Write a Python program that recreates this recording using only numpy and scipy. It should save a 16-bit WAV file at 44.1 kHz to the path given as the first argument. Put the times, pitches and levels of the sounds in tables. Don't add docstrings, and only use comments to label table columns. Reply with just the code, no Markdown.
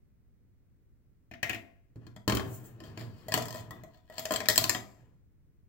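import sys
import numpy as np
from scipy import signal
from scipy.fft import rfft, irfft, next_fast_len
from scipy.io import wavfile
from scipy.ndimage import uniform_filter1d

SR = 44100
rng = np.random.default_rng(int(sys.argv[2]) if len(sys.argv) > 2 else 0)


def master_out(mix):
    frames = np.transpose(np.atleast_2d(mix))
    ceiling = np.clip(frames, -1, 1)
    pcm = np.round(ceiling * 32767).astype(np.int16)
    wavfile.write(sys.argv[1], SR, pcm)


N = 250488
TIME = np.arange(N) / SR
AGE = TIME[:8192]

# (frequency [Hz], level [dB], t60 [s])
TUBE_MODES = [(727, -13.5, 0.077), (1007.6, -9, 0.062), (1265, -13.5, 0.044), (1717, -13, 0.014),
              (1910, -13, 0.054), (3560, -17.5, 0.09)]
# (peak time [s], swell [s], level [dB])
SLIDES = [(3.36, 0.064, -39.5), (3.575, 0.12, -56), (3.96, 0.1, -67.5), (4.165, .08, -53.5),
          (4.335, 0.059, -44.5), (4.63, .04, -50), (4.77, 0.039, -62)]
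SLIDE_FADE_DB_PER_S = 259
FLAT = [(1, 0), (SR, 0)]


def from_db(db):
    return 10 ** (np.asarray(db) / 20)


def unit(x):
    return x / np.sqrt(np.sum(x ** 2) + 1e-20)


def rms_one(x):
    return x / np.sqrt(np.mean(x ** 2) + 1e-20)


def dying(age, t60):
    return np.exp(-np.log(1000) * age / t60)


def add(track, time, sound):
    start = int(time * SR)
    track[start:start + len(sound)] += sound[:N - start]


def causal(x, gain):
    cepstrum = irfft(np.log(gain + 1e-9))
    size = len(cepstrum)
    cepstrum[1:size // 2] *= 2
    cepstrum[size // 2 + 1:] = 0
    return irfft(rfft(x, size) * np.exp(rfft(cepstrum)), size)[..., :x.shape[-1]]


def coloured(x, curve, tilt_db=0):
    hz = np.linspace(1, SR / 2, next_fast_len(x.shape[-1] // 2 + 2048, True) + 1)
    curve_hz, db = np.transpose(curve)
    octaves = np.log2(np.maximum(hz, 1500) / 4200)
    return causal(x, from_db(np.interp(np.log(hz), np.log(curve_hz), db) + tilt_db * octaves))


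def burst(t60, age=AGE):
    noise = rng.standard_normal(len(age)) * dying(age, t60)
    power = uniform_filter1d(abs(rfft(noise)) ** 2, size=max(3, int(len(age) / SR * 8 / t60)))
    return unit(causal(noise, (abs(power) + 1e-9) ** -.5))


def blow(modes, colour, crowd_t60, modes_db, scatter_db, detune, hardness=0):
    ring = 0
    for hz, db, t60 in modes:
        strength, grip = rng.standard_normal(2)
        wave = np.sin(2 * np.pi * hz * (1 + detune * grip) * AGE)
        ring += rng.choice([-1, 1]) * from_db(db + scatter_db * strength) * wave * dying(AGE, t60)
    crowd = unit(coloured(burst(crowd_t60), colour))
    return coloured(unit(crowd + from_db(modes_db) * unit(ring)), FLAT, hardness)


def strokes(rows, fade_db_per_s):
    power = 0
    for peak_time, swell, db in rows:
        below_db = np.maximum(20 * (peak_time - TIME) / swell, fade_db_per_s * (TIME - peak_time))
        power += from_db(db - np.minimum(below_db, 150)) ** 2
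    return np.sqrt(power)


def friction(slips_per_s, uneven_db):
    sizes = from_db(uneven_db * np.minimum(rng.exponential(1, N), 4)) * rng.choice([-1, 1], N)
    return rms_one(sizes * (rng.random(N) < slips_per_s / SR))


def empty_tube():
    # (time [s], thud and hum [dB], hollow clack [dB], edge tick [dB])
    landings = [(1.3128, -17, -24, -35), (1.337, -25, -22, -35), (1.4295, -11.5, -0.5, -10),
                (1.435, -17, -14.5, -18), (1.495, -14, -5.5, -10), (1.499, -10, -8.5, -22),
                (1.531, -15, -12.5, -21), (1.546, -19.5, -14, -18.5)]
    # (frequency [Hz], level [dB], t60 [s])
    clack_modes = [(1860, 5, 0.022), (2080, 0, 0.047), (2500, 1.5, 0.024), (2700, 1, 0.01)]
    # (frequency [Hz], level [dB])
    clack_colour = [(200, -13.5), (700, -6.5), (1300, -15.5), (1950, -1.5), (2600, 0), (3400, -12),
                    (6000, -19), (12000, -54.5)]
    # (frequency [Hz], level [dB])
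    edge_colour = [(1000, -23), (3500, -24), (6000, -6.5), (9000, -8), (15000, -1)]
    hum_hz = 676.4
    hum = from_db(.5) * unit(np.sin(2 * np.pi * hum_hz * AGE) * dying(AGE, t60=.095))
    out = np.zeros(N)
    for time, body_db, clack_db, edge_db in landings:
        clack = blow(clack_modes, clack_colour, crowd_t60=.044, modes_db=-3, scatter_db=1.5, detune=.0078)
        edge = unit(coloured(burst(t60=.008), edge_colour))
        body = from_db(-3) * (bench_thud() + hum)
        add(out, time, from_db(body_db) * body + from_db(clack_db) * clack + from_db(edge_db) * edge)
    return out


def bench_thud():
    # (frequency [Hz], level [dB], t60 [s])
    modes = [(84.5, -8, 0.11), (115.6, 1, 0.24), (203.8, -6.5, 0.25), (257, 5, 0.16), (315, -10, 0.032),
             (382.3, -3, 0.23)]
    # (frequency [Hz], level [dB])
    colour = [(30, -16.5), (80, -7), (120, -9.5), (155, -13), (260, 0.5), (450, -14.5), (900, -29),
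              (3000, -51.5)]
    return blow(modes, colour, crowd_t60=.07, modes_db=3, scatter_db=5.5, detune=.014)


def hand_blows():
    # (time [s], thud [dB], slap [dB], hardness [dB/octave])
    landings = [(1.958, -13.5, -43.5, 0), (2.067, -17, -28.5, -0.5), (2.278, 4.5, 1.5, 1),
                (2.297, -10, -0.5, 0), (2.322, 1.5, -3, -1.5), (2.35, -2, -6.5, 5), (2.37, -16, -5, 0),
                (2.396, -42, -13.5, -5.5)]
    # (frequency [Hz], level [dB], t60 [s])
    modes = [(639, 2, 0.14), (1057, -8, 0.21), (1657, -11.5, 0.085), (2670, -10.5, 0.08),
             (3150, 0.5, 0.044), (4300, 2, 0.023)]
    # (frequency [Hz], level [dB])
    colour = [(150, -20.5), (450, 6.5), (700, -3.5), (1020, 8.5), (1450, -0.5), (2300, -2.5), (3300, -7),
              (4500, -2.5), (6000, -11.5), (10000, -11.5), (15500, -8)]
    out = np.zeros(N)
    for time, thud_db, slap_db, hardness in landings:
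        slap = blow(modes, colour, crowd_t60=.014, modes_db=-6.5, scatter_db=2.5, detune=.0083,
                    hardness=hardness)
        add(out, time, from_db(thud_db) * bench_thud() + from_db(slap_db) * slap)
    return out


def hand_slide(rumble_db, brush_db):
    # (peak time [s], swell [s], level [dB])
    pushes = [(2.02, .05, -54.5), (2.45, 0.05, -38.5), (2.66, 0.23, -49), (2.89, 0.24, -45.5),
              (3.03, 0.14, -43), (3.36, 0.2, -40), (3.61, .12, -45), (3.765, 0.21, -48.5),
              (4.35, 0.088, -54), (4.62, 0.21, -45), (4.99, .04, -56)]
    # (frequency [Hz], level [dB])
    rumble_colour = [(25, -17.5), (60, -16.5), (95, -8.5), (115, 8), (145, -7.5), (260, -10), (420, -14.5),
                     (1000, -25), (3000, -37.5), (8000, -52.5)]
    # (peak time [s], swell [s], level [dB])
    brushes = [(2.55, 0.13, -47.5), (2.656, 0.046, -52.5)]
    # (frequency [Hz], level [dB])
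    brush_colour = [(1000, -28), (4500, -16.5), (6500, -7.5), (8000, -1.5), (11000, -3.5), (15000, 4.5)]
    rumble = from_db(rumble_db) * rms_one(coloured(rng.standard_normal(N), rumble_colour))
    brush = from_db(brush_db) * rms_one(coloured(rng.standard_normal(N), brush_colour))
    return rumble * strokes(pushes, fade_db_per_s=99.5) + brush * strokes(brushes, fade_db_per_s=338)


def tube_bumps():
    # (time [s], level [dB])
    bumps = [(2.163, -25), (2.803, -24.5), (2.838, -28), (2.975, -19), (3.01, -23)]
    out = np.zeros(N)
    for time, db in bumps:
        add(out, time, contact(thud_db=db + 5.5, pop_db=db, knock_db=db - 2.5, click_db=db, hardness=-4.5))
    return out


def contact(thud_db, pop_db, knock_db, click_db, hardness):
    # (frequency [Hz], level [dB], t60 [s])
    wall_modes = [(1880, -12, 0.041), (3020, -9, 0.009), (3219, 5, 0.018), (4478, 1.5, 0.016),
                  (5040, -1.5, 0.026), (6340, -2.5, 0.018), (7448, -2, 0.027)]
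    # (frequency [Hz], level [dB])
    wall_colour = [(400, -47.5), (1000, -26), (1700, 1), (2400, 3), (3200, -4), (4600, 8.5), (6000, -2),
                   (7500, 3.5), (10000, 0.5), (14500, 9), (16000, 2)]
    # (frequency [Hz], level [dB])
    tube_colour = [(150, -13), (450, 3), (700, 1), (1050, 0), (1500, -10), (2500, -24), (8000, -63.5)]
    knock = blow(TUBE_MODES, tube_colour, crowd_t60=.04, modes_db=2, scatter_db=1.5, detune=.025)
    click = blow(wall_modes, wall_colour, crowd_t60=.004, modes_db=-7, scatter_db=5.5, detune=.025)
    click = chatter(click, within_s=.0026, rebound_db=-16)
    click = coloured(click, FLAT, tilt_db=min(hardness, 3))
    body = from_db(thud_db) * bench_thud() + from_db(pop_db) * air_pop() + from_db(knock_db) * knock
    return body + from_db(click_db) * click


def chatter(sound, within_s, rebound_db):
    out = sound.copy()
    for lag in 1 + (rng.uniform(.25, 1, 2) * within_s * SR).astype(int):
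        out[lag:] += from_db(rebound_db) * rng.choice([-1, 1]) * sound[:-lag]
    return unit(out)


def air_pop(centre_hz=646.4, overtone_db=-16.5):
    hz = centre_hz * (1 + .0036 * rng.standard_normal())
    tone = sum(from_db(overtone_db * k) * np.sin(2 * np.pi * (2 * k + 1) * hz * AGE) for k in range(3))
    return unit(tone * dying(AGE, t60=.1))


def tube_drag(rasp_db):
    # (peak time [s], swell [s], level [dB])
    pulls = [(2.852, 0.034, -62.5), (2.995, 0.03, -56.5), (3.22, 0.37, -70)]
    # (frequency [Hz], level [dB])
    colour = [(300, -1.5), (650, -23), (1000, 0), (2000, -4), (2700, -5), (3300, -0.5), (3900, -4),
              (4700, 4), (6200, -17.5), (7500, -9), (10000, -11), (15500, -4.5)]
    rasp = rms_one(coloured(friction(slips_per_s=14000, uneven_db=6), colour))
    return from_db(rasp_db) * strokes(pulls, fade_db_per_s=220.5) * rasp


def bit_rattle():
    # (time [s], air pop [dB], body knock [dB], wall click [dB], hardness [dB/octave])
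    hits = [(3.284, -6, -31.5, -19.5, 4.5), (3.321, -11.5, -11, -4, -5), (3.34, -8.5, -1, 4.5, -2),
            (3.376, -0.5, -6.5, -7.5, 0.5), (3.548, -11.5, -19, -26.5, 5), (3.708, -20, -16, -23, 4.5),
            (3.836, -16, -29, -32.5, 3), (4.099, -17.5, -28.5, -36.5, 3), (4.1817, -10.5, -18.5, -8, -3.5),
            (4.194, -17.5, -22.5, -11.5, 3), (4.254, -5, -27, -5.5, -2.5), (4.3078, 1.5, -4, -6, -3),
            (4.321, -11, -9.5, -7.5, 2), (4.338, -15.5, -11, -3.5, -2.5), (4.36, -22, -15.5, -1, -4),
            (4.404, -8.5, -11.5, -7.5, -5), (4.457, -22, -21, -9.5, -8), (4.486, -1, -4.5, 9, 1),
            (4.499, -4.5, -10.5, 3.5, -0.5), (4.558, -21, -20.5, -0.5, -2.5), (4.5781, -3, -4, 10, 1),
            (4.6404, -12, -7.5, 3.5, -2), (4.6947, -12.5, -7.5, 7, -1.5), (4.748, -22.5, -7.5, -4.5, -6.5)]
    bench_share_db = -4.5
    out = np.zeros(N)
    for time, pop_db, knock_db, click_db, hardness in hits:
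        add(out, time, contact(knock_db + bench_share_db, pop_db, knock_db, click_db, hardness))
    return out


def bit_scrape(tube_db, wall_db):
    # (frequency [Hz], level [dB])
    colour = [(300, -8.5), (900, -4.5), (2000, 10), (2700, 4.5), (4500, 6), (6000, -6), (7500, -6.5),
              (10000, -13), (15500, 2.5)]
    tube = sum(from_db(db) * np.sin(2 * np.pi * hz * AGE) * dying(AGE, t60) for hz, db, t60 in TUBE_MODES)
    force = friction(slips_per_s=730, uneven_db=4.5) * strokes(SLIDES, SLIDE_FADE_DB_PER_S)
    ring = signal.oaconvolve(force, unit(tube))[:N]
    return from_db(wall_db) * coloured(force, colour) + from_db(tube_db) * ring


def bit_jiggle(spots, touches_per_s, level_db):
    speed = strokes(SLIDES, SLIDE_FADE_DB_PER_S)
    out = np.zeros(N)
    for _ in range(spots):
        touches = friction(slips_per_s=touches_per_s / spots, uneven_db=.5) * speed
        out += signal.oaconvolve(touches, unit(bit_tick()))[:N]
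    return from_db(level_db) * out / np.sqrt(spots)


def bit_tick():
    return contact(thud_db=-11.5, pop_db=-13, knock_db=-5, click_db=0, hardness=-.35)


def bit_settle(start_s, bounces):
    first_gap_s, gap_ratio = .0325, .85
    first_db, loss_db = -13.5, 1.45
    out, time = np.zeros(N), start_s
    for k in range(bounces):
        add(out, time, from_db(first_db - loss_db * k) * bit_tick())
        time += first_gap_s * gap_ratio ** k
    return out


def two_ports(shared, apart):
    # (frequency [Hz], level [dB])
    width = [(30, 6.5), (100, -5), (650, -3), (1100, -1.5), (2000, -2.5), (5000, 3), (16000, 3)]
    hz, db = np.transpose(width)
    norm_db = 10 * np.log10(1 + from_db(db) ** 2)
    mid = coloured(shared, np.c_[hz, -norm_db])
    side = coloured(apart, np.c_[hz, db - norm_db])
    return np.array([mid + side, mid - side])


def room_wash(early_t60=.21, early_db=-.5, late_t60=.53, late_db=-12, predelay_s=.006):
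    # (frequency [Hz], level [dB])
    early_colour = [(100, -4), (650, -2), (1500, 2.76), (7000, -2), (14000, -3.5)]
    late_colour = [(200, 10), (700, 9), (2200, .5), (4500, -6), (16000, -6.5)]
    age = TIME[:32768]
    early = from_db(early_db) * coloured(burst(early_t60, age), early_colour)
    late = from_db(late_db) * coloured(burst(late_t60, age), late_colour)
    return np.r_[np.zeros(int(predelay_s * SR)), early + late]


def reflections():
    # (mean delay [s], level [dB])
    taps = [(.0022, -8), (.0062, -13.5), (.0125, -24.5)]
    wash = two_ports(room_wash(), room_wash())
    echoes = np.zeros_like(wash)
    for delay, db in taps:
        lags = (delay * SR * rng.uniform(.9, 1.1, 2)).astype(int)
        echoes[[0, 1], lags] += from_db(db)
    for port in echoes:
        add(port, time=.00046, sound=from_db(1.5) * burst(t60=.019))
    return wash + coloured(echoes, [(600, -31), (1500, 1.5), (16000, -2.5)])


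def workshop(direct, spots, move_s, split_hz):
    bass = signal.sosfilt(signal.butter(4, split_hz, "low", fs=SR, output="sos"), direct)
    treble = signal.sosfilt(signal.butter(4, split_hz, "high", fs=SR, output="sos"), direct)
    sends = []
    for spot in range(spots):
        distance = abs((TIME / move_s - spot + spots / 2) % spots - spots / 2)
        sends.append(treble * np.sqrt(np.maximum(1 - distance, 0)))
    sends.append(bass)
    return direct + sum(signal.oaconvolve(send[None], reflections(), axes=1)[:, :N] for send in sends)


def microphone(left, right, lag_samples):
    # (frequency [Hz], level [dB])
    left_colour = [(100, 0.5), (600, -3), (2000, -1), (4500, -2), (7600, 3.5), (8600, -7), (10000, -3.5),
                   (12000, -5.5), (14000, -20.5), (16000, -2)]
    # (frequency [Hz], level [dB])
    right_colour = [(100, 1), (600, -5.5), (2000, -7.5), (4700, -9), (7000, -12), (9300, -19.5),
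                    (12000, -9), (14300, -2), (16000, -4)]
    right = np.interp(TIME - lag_samples / SR, TIME, right)
    return np.array([coloured(left, left_colour), coloured(right, right_colour)])


def room_tone(level_db):
    # (frequency [Hz], level [dB])
    colour = [(20, -2), (60, -0.5), (115, -4.5), (230, -13), (400, -22), (800, -37), (2000, -39),
              (3200, -47), (8000, -49), (13000, -50), (15500, -39.5)]
    noise = two_ports(*rng.standard_normal((2, N)))
    return from_db(level_db) * rms_one(coloured(noise, colour))


def scene():
    foley = empty_tube() + hand_blows() + tube_bumps() + bit_rattle()
    foley += bit_settle(start_s=3.423, bounces=13)
    foley += bit_jiggle(spots=4, touches_per_s=110, level_db=-5)
    foley += bit_scrape(tube_db=.5, wall_db=-1)
    foley += tube_drag(rasp_db=6) + hand_slide(rumble_db=-.5, brush_db=4)
    foley = signal.sosfilt(signal.butter(2, 42, "high", fs=SR, output="sos"), foley)
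    left, right = workshop(foley, spots=3, move_s=.07, split_hz=1380)
    return microphone(left, right, lag_samples=3) + room_tone(level_db=-63)


def record(dry):
    return signal.sosfilt(signal.ellip(10, .2, 80, 15900, fs=SR, output="sos"), dry)


dry = scene()
out = record(dry)
master_out(out)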